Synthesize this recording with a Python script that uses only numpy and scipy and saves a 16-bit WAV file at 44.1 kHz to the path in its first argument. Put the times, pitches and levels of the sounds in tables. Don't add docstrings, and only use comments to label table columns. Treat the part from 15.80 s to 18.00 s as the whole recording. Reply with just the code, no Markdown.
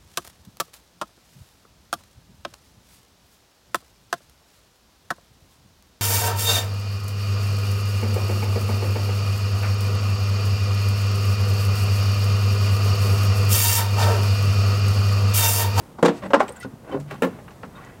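import sys
import numpy as np
from scipy import signal
from scipy.fft import rfft, irfft
from scipy.io import wavfile
from scipy.ndimage import uniform_filter1d, minimum_filter1d, map_coordinates

SR = 44100
rng = np.random.default_rng(int(sys.argv[2]) if len(sys.argv) > 2 else 0)


def to_wav(s):
    ch = np.atleast_2d(s).T
    pcm = np.round(np.clip(ch, -1, 1) * 32767)
    wavfile.write(sys.argv[1], SR, pcm.astype(np.int16))


N = 97020

KNOCK_BAND_HZ = (230, 500, 1000, 2300, 6000, 13000)
# start_s, part, rise_s, then one level_db per KNOCK_BAND_HZ
KNOCK_EVENTS = [ (0.182, "edge", 0.012, -25, -34.5, -23, -41, -37, -93),
                (0.2264, "corner", 0.0022, -5.5, -7.5, -17.5, -18, -27, -47),
                (0.2472, "corner", 0.0043, -16, -11, -16.5, -19.5, -24, -41),
                (0.2556, "corner", 0.002, -13.5, -20, -24, -14.5, -25, -46),
                (.280, "corner", 0.0016, -35, -20, -19.5, -19, -31.5, -46),
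                (0.2898, "corner", 0.0015, -16, -51, -48, -40, -55, -60),
                (.436, "edge", 0.0015, -52, -46, -31, -35, -48, -69),
                (0.4632, "bracket", 0.0015, -35, -41, -36, -46, -60, -66),
                (.503, "bracket", 0.0031, -62, -21, -29, -33.5, -41, -64),
                (0.5338, "bracket", 0.0013, -18, -13.5, -9.5, -17.5, -26, -59),
                (.5415, "bracket", 0.00061, -42, -11.5, -7, -14.5, -27, -66),
                (.564, "bracket", 0.0017, -13.5, -39, -33, -42, -64, -74),
                (.595, "edge", 0.0049, -18, -47, -20, -23.5, -31, -55),
                (0.6033, "edge", 0.00042, -65, -10.5, -11.5, -17.5, -29, -53),
                (0.627, "edge", 0.0011, -24, -29, -31, -34, -46, -47),
                (0.6804, "edge", .001, -56, -54, -78, -25.5, -40, -64),
                (0.6892, "edge", 0.0018, -57, -31, -43.5, -44, -52, -61),
                (.847, "shell", 0.0024, -27.5, -35, -34, -41.5, -80, -89),
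                (0.872, "shell", 0.0027, -38, -101, -65, -54, -72, -74),
                (0.932, "shell", 0.0029, -31.5, -68, -70, -76, -76, -83),
                (1.092, "edge", 0.0012, -25.5, -35.5, -37.5, -46, -51, -59),
                (1.124, "edge", 0.0016, -40, -31, -35, -51, -58, -57),
                (1.13, "skirt", 0.003, -25.5, -38, -38, -45, -56, -66),
                (1.1436, "skirt", 0.002, -20, -22.5, -24, -44, -47, -64),
                (1.155, "skirt", 0.0015, -31, -37, -40, -50, -56, -68),
                (1.199, "skirt", 0.0014, -34, -42, -44, -39.5, -38.5, -45),
                (1.308, "edge", 0.0027, -31, -29, -33, -24.5, -43.5, -42),
                (1.338, "edge", 0.0036, -35, -53, -32, -39, -49, -49),
                (1.421, "rail", 0.0014, -12.5, -14.5, -28.5, -14.5, -33, -32),
                (1.430, "rail", 0.0022, -29, -22, -17.5, -18.5, -34, -37),
                (1.443, "rail", .002, -18.5, -15, -35, -20.5, -40.5, -34.5),
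                (1.470, "rail", 0.00098, -25, -27.5, -35.5, -45, -49, -64),
                (1.587, "edge", 0.002, -48, -38, -44, -40, -73, -68),
                (1.679, "edge", 0.0021, -64, -65, -40.5, -34.5, -61, -75),
                (1.706, "edge", 0.0011, -65, -45, -49, -41, -48, -73),
                (1.832, "rail", 0.0025, -30.5, -35.5, -34, -35.5, -54, -77),
                (1.849, "edge", 0.0015, -36, -49, -48, -47, -49, -82)]
PART_MODES = { "corner": [(170.9, -12.5, 0.18), (201, -12, 0.12), (287.5, -10.5, 0.24), (350.1, -15, 0.27),
              (464.3, -9.5, 0.21), (499, -2.5, 0.12), (766, -16, 0.16), (843, -14.5, 0.12),
              (944, -23, 0.25), (1143, -12, 0.11), (1326, -22, 0.11), (1592, -15, 0.078), (1706, -15, 0.1),
              (3250, -13, 0.061)], "bracket": [(275, -3, 0.11), (297.3, 0.5, 0.14), (461, -11, 0.12),
              (556.5, 3.5, 0.068), (660, -18, 0.15), (871, -5, 0.056), (1036, -18.5, 0.14),
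              (1078, -13, 0.066), (1396, -17, 0.18), (1597, -2, 0.027), (1900, -39, 0.088),
              (2050, -16, 0.061), (2426, -11, 0.036), (2800, -7, 0.027)], "edge": [(400, -4.5, 0.11),
              (608, -3, 0.067), (760, -3.5, 0.077), (820, -3.5, 0.083), (1052, -4.5, 0.051),
              (1139, -8, 0.082), (1384, -12, 0.055), (1860, -11.5, 0.05), (2250, -23.5, 0.11)],
              "shell": [(127.6, 7.5, 0.047), (203.4, -0.5, 0.081), (271, -6.5, 0.18), (401, -9, 0.15),
              (454, -17, 0.12), (508, -1, 0.14)], "skirt": [(277.4, -1.5, 0.12), (400.6, 2.5, 0.085),
              (520, -5.5, 0.095), (662, -16, 0.11)], "rail": [(180.3, -9, 0.15), (263.6, -11, 0.11),
              (472, -5, 0.083), (525, -6.5, 0.092), (865, -7.5, 0.089), (1095, -3, 0.071),
              (1370, -1.5, 0.046), (1746, -13, 0.086)]}
# point_hz, relative_level_db, t60_s
CLATTER_CURVE = [(198, -7, 0.26), (530, -3, 0.095), (1120, -2, 0.091), (2430, -9, 0.07),
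                 (4600, -12.5, 0.12), (8150, -2.5, 0.08), (10500, -10.5, 0.11), (15000, -7.5, 0.082)]
CLATTER_BY_PART_DB = {"corner": -1.5, "bracket": -3.5, "edge": -4, "shell": -2, "skirt": -7, "rail": -3.5}
# start_s, level_db, centre_hz, width_hz, t60_s
SNAP_EVENTS = [(0.2269, -32.5, 8050, 3970, 0.035), (.257, -35.5, 8000, 5000, 0.049),
               (.2615, -28, 3830, 1200, 0.035), (.534, -22.5, 2300, 1290, 0.034),
               (0.5427, -35, 6940, 3870, 0.039), (.6045, -40.5, 6860, 6000, 0.036),
               (.6795, -57, 12000, 9000, 0.025), (0.6905, -50, 11500, 12000, 0.014),
               (.809, -53, 9150, 12000, 0.034), (0.829, -50, 8100, 8000, 0.05),
               (1.4213, -34.5, 9800, 7040, 0.02), (1.831, -38, 1730, 696, 0.059),
               (2.048, -51.5, 6500, 2500, 0.046)]
# start_s, swell_s, fade_s, level_db, centre_hz, width_hz, treble_edge_hz,
# slips_per_s, ring_hz, ring_relative_db
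SCRAPE_EVENTS = [ (.325, .055, 0.022, -51, 4140, 9000, 8740, 680, 8000, -9),
                 (0.417, 0.015, 0.053, -37, 1000, 1160, 2550, 320, 554, 1.5),
                 (0.446, 0.017, 0.01, -38.5, 700, 1170, 2130, 160, 570, 4.5),
                 (0.429, 0.034, 0.013, -66, 7900, 6000, 11000, 430, 8100, 9),
                 (0.419, 0.027, 0.12, -37.5, 236, 149, 500, 390, 204, -2.5),
                 (0.691, 0.01, 0.05, -47, 600, 700, 1500, 330, 500, 1),
                 (.745, 0.018, 0.059, -54.5, 1500, 2000, 2950, 690, 1485, 2),
                 (.803, 0.0077, 0.034, -48.5, 3000, 6000, 12000, 2700, 1920, 4),
                 (0.822, 0.0078, 0.031, -45.5, 2020, 3000, 5960, 1400, 1470, 4.5),
                 (1.03, 0.018, 0.19, -45.5, 535, 720, 1560, 200, 645, -6),
                 (1.079, 0.038, 0.093, -42.5, 810, 890, 2160, 270, 1120, -14),
                 (1.114, 0.022, 0.069, -30.5, 446, 300, 895, 310, 279, -5.5),
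                 (1.11, 0.028, 0.035, -49.5, 1380, 1300, 3200, 330, 1136, 6),
                 (1.267, 0.051, 0.088, -45.5, 1050, 1500, 3360, 360, 1000, -6),
                 (1.515, 0.016, 0.09, -54.5, 900, 1300, 2400, 220, 860, -5),
                 (1.92, 0.055, 0.18, -46, 1060, 644, 2230, 810, 1146, -8),
                 (1.96, 0.089, 0.2, -53.5, 1800, 900, 2500, 440, 2230, -13)]
# start_s, length_s, start_hz, end_hz, level_db, octave_relative_db, rasp_relative_db
SQUEAK_EVENTS = [(0.679, 0.0049, 7860, 7500, -47, -14, -8), (0.688, 0.01, 7540, 8940, -44, -14, -13),
                 (0.7213, 0.0052, 9900, 7750, -48, -10, -4), (0.758, 0.016, 8300, 6900, -49.5, -12, -8),
                 (.795, 0.0074, 14600, 13000, -62, -40, -6), (0.798, 0.0092, 9400, 8700, -46.5, -20, -12),
                 (1.113, 0.02, 3100, 3020, -47.5, -22, -10), (1.951, 0.02, 3800, 3600, -54, -24, -18)]
# time_s, level_db
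BOOM_LEVELS = [(1.135, -43), (1.16, -33), (1.20, -34.5), (1.25, -40), (1.33, -40.5), (1.40, -47.5),
               (1.552, -52)]
# point_hz, relative_density_db
ROOM_SPECTRUM = [(20, -31), (30, -8), (48, -5), (80, -1), (125, 2), (180, 0), (300, -6.5), (500, -9),
                 (900, -13), (1400, -19.5), (2400, -27), (5000, -31.5), (9000, -32.5), (15500, -37.5)]
# time_s, level_db
ROOM_LEVELS = [(0, -42), (.15, -46), (.5, -43.5), (1.0, -46), (1.5, -44), (2.2, -45)]

RING_DB = 1.5
BENDING_LAG_S = 0.001926
CLATTER_HOLD_S, CLATTER_LOW_HZ = 0.00083, 222
TAIL_DB, TAIL_T60_S = -22, 0.48
PANEL_LOW_HZ = 89
SLIP_SPREAD_DB, RUB_NOISE_RMS = 2.5, 0.74
SCRAPE_RING_Q = 20
RING_DRIFT_SHARE, RING_DRIFT_S = 0.0355, 0.0192
SCRAPE_ROOM_DB, SQUEAK_ROOM_DB, ROOM_T60_S = -4.0, -1, 0.063
SQUEAK_JITTER_SHARE, SQUEAK_RASP_WIDTH_HZ = 0.03, 4600
BOOM_HZ, BOOM_WIDTH_HZ, BOOM_SHUDDER_DB = 145, 93, -3
CEILING, LIMITER_S, TOP_HZ = 0.92, 0.004, 15800


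def undb(db):
    return 10 ** (np.asarray(db) / 20)


def unit(x):
    return x / np.sqrt(np.mean(x ** 2) + 1e-20)


def fade(t, t60_s):
    return np.exp(-np.log(1000) * np.maximum(t, 0) / t60_s)


def over_hz(hz, points_hz, values):
    return np.interp(np.log(hz), np.log(points_hz), values)


def add(out, start_s, x):
    i = max(int(start_s * SR), 0)
    out[i:i + len(x)] += x[:len(out) - i]


def butter(x, order, hz, kind):
    return signal.sosfilt(signal.butter(order, hz, kind, fs=SR, output="sos"), x)


def resonate(x, hz, width_hz):
    damping = width_hz / hz
    warped_rate = .5 / np.tan(np.pi * min(hz, SR / 3) / SR)
    b, a = signal.bilinear([damping, 0], [1, damping, 1], warped_rate)
    return signal.lfilter(b, a, x)


def garage(x, db):
    t = np.arange(SR // 3) / SR
    ir = rng.standard_normal(len(t)) * fade(t, ROOM_T60_S)
    reflections = signal.fftconvolve(x, ir / np.linalg.norm(ir))[:N]
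    return x + undb(db) * reflections


def knock_ring(t, since_first_s, part, rise_s, dbs):
    ring = np.zeros(len(t))
    for hz, db, t60_s in PART_MODES[part]:
        envelope = np.minimum(t / (rise_s + .5 / hz), 1) * fade(t, t60_s)
        lag_s = BENDING_LAG_S * np.sqrt(500 / hz)
        swing = np.sin(2 * np.pi * hz * (t + since_first_s - lag_s))
        ring += undb(db + over_hz(hz, KNOCK_BAND_HZ, dbs)) * envelope * swing
    return ring


def knocks():
    rings, clatters = np.zeros(N), np.zeros(N)
    t = np.arange(SR // 2) / SR
    centres_hz = 220 * 2 ** (np.arange(13) / 2)
    edge = 2 ** (1 / 4)
    bands = [butter(rng.standard_normal(N + SR), 3, [hz / edge, hz * edge], "band") for hz in centres_hz]
    points_hz, colour_db, t60s_s = np.array(CLATTER_CURVE).T
    tail = undb(TAIL_DB) * fade(t, TAIL_T60_S)
    shapes = [np.hypot(fade(t - CLATTER_HOLD_S, over_hz(hz, points_hz, t60s_s)), tail)
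              for hz in centres_hz]
    first_blow_s = {}
    for start_s, part, rise_s, *dbs in KNOCK_EVENTS:
        since_first_s = start_s - first_blow_s.setdefault(part, start_s)
        add(rings, start_s, knock_ring(t, since_first_s, part, rise_s, dbs))
        cuts = rng.integers(SR // 10, N, len(centres_hz))
        for hz, band, shape, i in zip(centres_hz, bands, shapes, cuts):
            burst = band[i:i + len(t)] * shape
            burst *= np.linalg.norm(shape) / np.linalg.norm(burst)
            burst *= np.minimum(t / rise_s, 1)
            blow_db = over_hz(hz, KNOCK_BAND_HZ, dbs)
            level_db = CLATTER_BY_PART_DB[part] + blow_db + over_hz(hz, points_hz, colour_db)
            add(clatters, start_s, burst * undb(level_db))
    clatters = butter(clatters, 2, CLATTER_LOW_HZ, "high")
    return butter(undb(RING_DB) * rings + clatters, 2, PANEL_LOW_HZ, "high")


def snaps():
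    out, t = np.zeros(N), np.arange(SR // 10) / SR
    for start_s, db, hz, width_hz, t60_s in SNAP_EVENTS:
        noise = rng.standard_normal(len(t))
        crack = unit(resonate(resonate(noise, hz, width_hz), hz, 2 * width_hz))
        add(out, start_s, undb(db) * crack * fade(t, t60_s))
    return out


def scrapes():
    out, t = np.zeros(N), np.arange(N) / SR
    for start_s, swell_s, fade_s, db, hz, width_hz, top_hz, rate_per_s, ring_hz, ring_db in SCRAPE_EVENTS:
        slips = (rng.random(N) < rate_per_s / SR) * undb(SLIP_SPREAD_DB * rng.standard_normal(N))
        force = unit(slips) + RUB_NOISE_RMS * rng.standard_normal(N)
        drag = butter(resonate(force, hz, width_hz), 2, min(top_hz, SR / 3), "low")
        ring = resonate(force, ring_hz, ring_hz / SCRAPE_RING_Q)
        ring = resonate(ring, ring_hz, ring_hz / 2)
        wander = unit(uniform_filter1d(rng.standard_normal(N), int(RING_DRIFT_S * SR)))
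        read_at = np.cumsum(1 + RING_DRIFT_SHARE * wander)
        ring = map_coordinates(ring, [read_at], order=1, mode="mirror")
        envelope = np.interp(t - start_s, [0, swell_s, swell_s + fade_s], [0, 1, 0])
        out += undb(db) * (unit(drag) + undb(ring_db) * unit(ring)) * envelope
    return garage(out, SCRAPE_ROOM_DB)


def squeaks():
    out = np.zeros(N)
    for start_s, length_s, from_hz, to_hz, db, octave_db, rasp_db in SQUEAK_EVENTS:
        u = np.linspace(0, 1, int(length_s * SR))
        waver = unit(uniform_filter1d(rng.standard_normal(SR // 10), size=24))[:len(u)]
        rasp = unit(resonate(rng.standard_normal(SR // 10), from_hz, SQUEAK_RASP_WIDTH_HZ))[:len(u)]
        glide_hz = from_hz + (to_hz - from_hz) * u
        phase = 2 * np.pi * np.cumsum(glide_hz * (1 + SQUEAK_JITTER_SHARE * waver)) / SR
        tone = np.sqrt(2) * (np.sin(phase) + undb(octave_db) * np.sin(2 * phase))
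        add(out, start_s, undb(db) * np.sin(np.pi * u) * (tone + undb(rasp_db) * rasp))
    return garage(out, SQUEAK_ROOM_DB)


def boom():
    t = np.arange(N) / SR
    times_s, dbs = np.array(BOOM_LEVELS).T
    shudder = resonate(rng.standard_normal(N), BOOM_HZ, BOOM_WIDTH_HZ)
    shudder = unit(resonate(shudder, BOOM_HZ, BOOM_WIDTH_HZ))
    tone = np.sqrt(2) * np.sin(2 * np.pi * BOOM_HZ * t)
    sounding = (t > times_s[0]) & (t < times_s[-1])
    return (tone + undb(BOOM_SHUDDER_DB) * shudder) * undb(np.interp(t, times_s, dbs)) * sounding


def room_tone():
    hz = np.maximum(np.arange(N // 2 + 1) * SR / N, 1)
    density = undb(over_hz(hz, *np.array(ROOM_SPECTRUM).T))
    noise = irfft(rfft(rng.standard_normal(N)) * density, N)
    level_db = np.interp(np.arange(N) / SR, *np.array(ROOM_LEVELS).T)
    return unit(noise) * undb(level_db)


def scene():
    return (knocks() + snaps() + scrapes() + squeaks() + boom() + room_tone())[None]


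def record(dry):
    size = int(LIMITER_S * SR)
    needed_gain = CEILING / np.maximum(np.abs(dry), CEILING)
    gain = uniform_filter1d(minimum_filter1d(needed_gain, size), size)
    low_pass = signal.ellip(10, .2, 80, TOP_HZ, fs=SR, output="sos")
    return signal.sosfilt(low_pass, gain * dry)


dry = scene()
out = record(dry)
to_wav(out)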